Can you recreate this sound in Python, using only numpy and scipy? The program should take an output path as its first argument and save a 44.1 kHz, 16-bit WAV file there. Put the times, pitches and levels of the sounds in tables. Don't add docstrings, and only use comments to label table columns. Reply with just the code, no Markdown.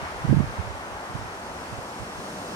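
import sys
import numpy as np
from scipy import signal
from scipy.fft import rfft, irfft, next_fast_len
from scipy.io import wavfile
from scipy.ndimage import uniform_filter1d, map_coordinates

SR = 44100
rng = np.random.default_rng(int(sys.argv[2]) if len(sys.argv) > 2 else 0)


def master_out(mix):
    frames = np.transpose(np.atleast_2d(mix))
    ceiling = np.clip(frames, -1, 1)
    pcm = np.round(ceiling * 32767).astype(np.int16)
    wavfile.write(sys.argv[1], SR, pcm)


def linear_from_db(decibels):
    return 10 ** (np.asarray(decibels, float) / 20)


N = 112454

# time in seconds, level in dB.
FAR_CROWNS = [
    (0.0, -36.5),
    (0.07, -35.5),
    (0.15, -38),
    (0.31, -36.5),
    (0.33, -37.5),
    (2.07, -39),
    (2.54, -39),
    (2.55, -36),
]
# time in seconds, level in dB.
NEAR_GUST = [
    (0.0, -48.5),
    (0.03, -48.5),
    (0.91, -50),
    (1.95, -47.5),
    (2.55, -44.5),
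]
# time in seconds, peak level in dB, pitch in Hz.
RIGHT_EDDIES = [(0.031, -25, 147), (0.252, -12.5, 148), (0.284, -14, 96), (0.299, -10, 134),
                (0.314, -5, 122), (0.328, -4.5, 240), (0.347, -8, 128), (0.371, -6, 138), (0.392, -9, 87.3),
                (0.407, -7, 172), (0.429, -17.5, 114), (0.443, -17.5, 131), (0.458, -29, 89),
                (0.497, -25.5, 88), (0.525, -32, 110), (0.599, -15, 87), (0.647, -28, 79),
                (0.676, -24, 109), (0.706, -24.5, 74), (0.751, -29, 90), (1.106, -31, 99),
                (1.154, -18.5, 112), (1.189, -27.5, 100), (1.225, -26.5, 97), (1.257, -29.5, 120),
                (1.731, -24.5, 119), (1.749, -30, 89), (1.787, -26, 87.5), (2.006, -27.5, 98),
                (2.025, -26, 98)]
LEFT_EDDIES = [(0.097, -37, 120), (0.217, -31, 100), (0.237, -34, 90), (0.297, -24, 100), (0.321, -22, 110),
               (0.335, -19, 130), (0.352, -24, 130), (0.374, -34, 80), (0.448, -34, 100), (0.477, -24, 90),
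               (0.499, -30, 110), (0.541, -34, 120), (2.192, -30, 100)]

# frequency in Hz, density in dB per Hz.
ROAR_SPECTRUM = [(150, -40), (350, -11.5), (650, -4.5), (900, -2), (1400, -10), (2200, -21.5),
                 (3500, -43.5)]
RUSTLE_SPECTRUM = [(600, -34), (1100, -3.5), (1500, -3), (2200, -7.5), (3200, -16), (4500, -23.5),
                   (7000, -62)]
HISS_SPECTRUM = [(1500, -17), (2800, -1.5), (3800, -3.5), (5500, -1.5), (7600, -7), (9200, -6),
                 (11000, -15), (14500, -27)]
HUM_SPECTRUM = [(60, -16), (120, -9), (205, -2), (270, -5), (420, -5.5), (650, -7.5), (1200, -42.5)]
FLUTTER_SPECTRUM = [(20, -18), (45, -2.5), (90, -0.5), (150, -28.5), (300, -43), (600, -65)]
SELF_NOISE_SPECTRUM = [(300, -11), (3000, 0), (10000, -4), (15500, -10)]

# frequency in Hz, likeness from 0 to 1.
CROWN_LIKENESS = [(300, .9), (800, 1), (1300, 0.12), (2200, 0.37)]
NEEDLE_LIKENESS = [(2500, .4), (3700, 1), (4600, .2), (5500, 0.18), (6500, 0.1), (9800, 0.16), (13000, .05)]
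# frequency in Hz, left over right in dB.
PORT_BALANCE = [(300, 0), (1200, 1.5), (2700, -0.5), (6000, 1.2), (7600, 2), (9300, -4.5), (12000, -1.5),
                (15000, -1)]


def unit(x):
    return x / np.sqrt(np.mean(x ** 2) + 1e-20)


def along(points, hz):
    table_hz, values = np.transpose(points)
    return np.interp(np.log(hz + 1), np.log(table_hz + 1), values)


def curve(rows):
    seconds, values = np.transpose(rows)
    return np.interp(np.arange(N) / SR, seconds, values)


def wobble(rate):
    knots = rng.standard_normal(400)
    return map_coordinates(knots, [np.arange(N) * rate / SR])


def filtered(x, response):
    size = next_fast_len(N + SR // 2)
    spectrum = rfft(x, size) * response(np.fft.rfftfreq(size, 1 / SR))
    return irfft(spectrum, size)[..., :N]


def rush(spectrum, likeness, lead_s, patchy_db):
    grid = signal.stft(rng.standard_normal((2, N)), nperseg=512)[2]
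    patches = uniform_filter1d(rng.standard_normal(grid.shape[1:]), size=6, axis=0)
    patches = uniform_filter1d(patches, size=12, axis=1)
    pair = signal.istft(grid * linear_from_db(patchy_db * unit(patches)), nperseg=512)[1][:, :N]

    def mid_side(hz):
        angle = np.arccos(np.clip(along(likeness, hz), -1, 1)) / 2
        return linear_from_db(along(spectrum, hz)) * [np.cos(angle), np.sin(angle)]

    def lead(hz):
        return np.exp(1j * np.pi * hz * lead_s * np.array([[1], [-1]]))

    mid, side = filtered(pair, mid_side)
    return unit(filtered(np.array([mid + side, mid - side]), lead))


def crowns():
    lead_s = 0.00022
    far_db = curve(FAR_CROWNS)
    mean_db = far_db.mean()
    roar_db = far_db + 0.2 * wobble(6.03)
    roar = linear_from_db(roar_db) * rush(ROAR_SPECTRUM, CROWN_LIKENESS, lead_s, patchy_db=0.1)
    rustle_db = mean_db - 4.5 + 2 * (far_db - mean_db) + 0.67 * wobble(7.1)
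    rustle = linear_from_db(rustle_db) * rush(RUSTLE_SPECTRUM, CROWN_LIKENESS, lead_s, patchy_db=-0.5)
    return roar + rustle


def needles(gust_db):
    hiss_db = gust_db + 0.2 * wobble(7.04)
    return linear_from_db(hiss_db) * rush(HISS_SPECTRUM, NEEDLE_LIKENESS, lead_s=-0.00016, patchy_db=0.76)


def eddies(table):
    width_cycles, pitch_glide, crest = 0.83, 0.44, 0.24
    out = np.zeros(N + SR)
    t = np.arange(-2000, 2000) / SR
    glides = rng.uniform(-0.95, 1, (len(table), 1))
    for (start, db, hz), glide in zip(table, glides):
        cycles = hz * t
        phase = 2 * np.pi * (cycles + pitch_glide * glide * cycles ** 2)
        swing = (np.cos(phase) + crest * np.cos(2 * phase)) / (1 + crest)
        envelope = np.exp(-0.5 * (cycles / width_cycles) ** 2)
        out[round(start * SR):][:len(t)] += linear_from_db(db) * swing * envelope
    return out[len(t) // 2:][:N]


def flutter():
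    start_db, eases_db_per_s, lump_db = (-44.5, -41.5), 3.5, 2.2
    lumps = linear_from_db(lump_db * np.array([wobble(20), wobble(20)]))
    base = rush(FLUTTER_SPECTRUM, [(50, 0.7)], 0, patchy_db=2) * lumps
    easing_db = -eases_db_per_s * np.arange(N) / SR
    return np.array([linear_from_db(db + easing_db) * unit(port) for db, port in zip(start_db, base)])


def forest_hum(gust_db):
    hum_db = -43 + 1.23 * (gust_db - gust_db.mean()) + 0.5 * wobble(8.24)
    likeness = [(60, 1.0), (200, 0.98), (600, 0.81)]
    return linear_from_db(hum_db) * rush(HUM_SPECTRUM, likeness, 0, patchy_db=0.0)


def scene():
    gust_db = curve(NEAR_GUST)
    trees = crowns() + needles(gust_db) + forest_hum(gust_db)
    thumps = np.array([eddies(LEFT_EDDIES), eddies(RIGHT_EDDIES)])
    return trees + thumps + flutter()


def self_noise():
    return linear_from_db(-69) * rush(SELF_NOISE_SPECTRUM, [(1000, 0)], 0, patchy_db=2.5)


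def ports(hz):
    colour = linear_from_db(along(PORT_BALANCE, hz) * np.array([[0.5], [-0.5]]))
    bass_cut = hz ** 2 / (hz ** 2 + 30 ** 2)
    return colour * bass_cut * (hz < 15660)


def band_limit(x):
    return signal.sosfilt(signal.butter(12, 15640, fs=SR, output="sos"), x)


def record(dry):
    mix = filtered(dry + self_noise(), ports)
    return band_limit(mix)


dry = scene()
out = record(dry)
master_out(out)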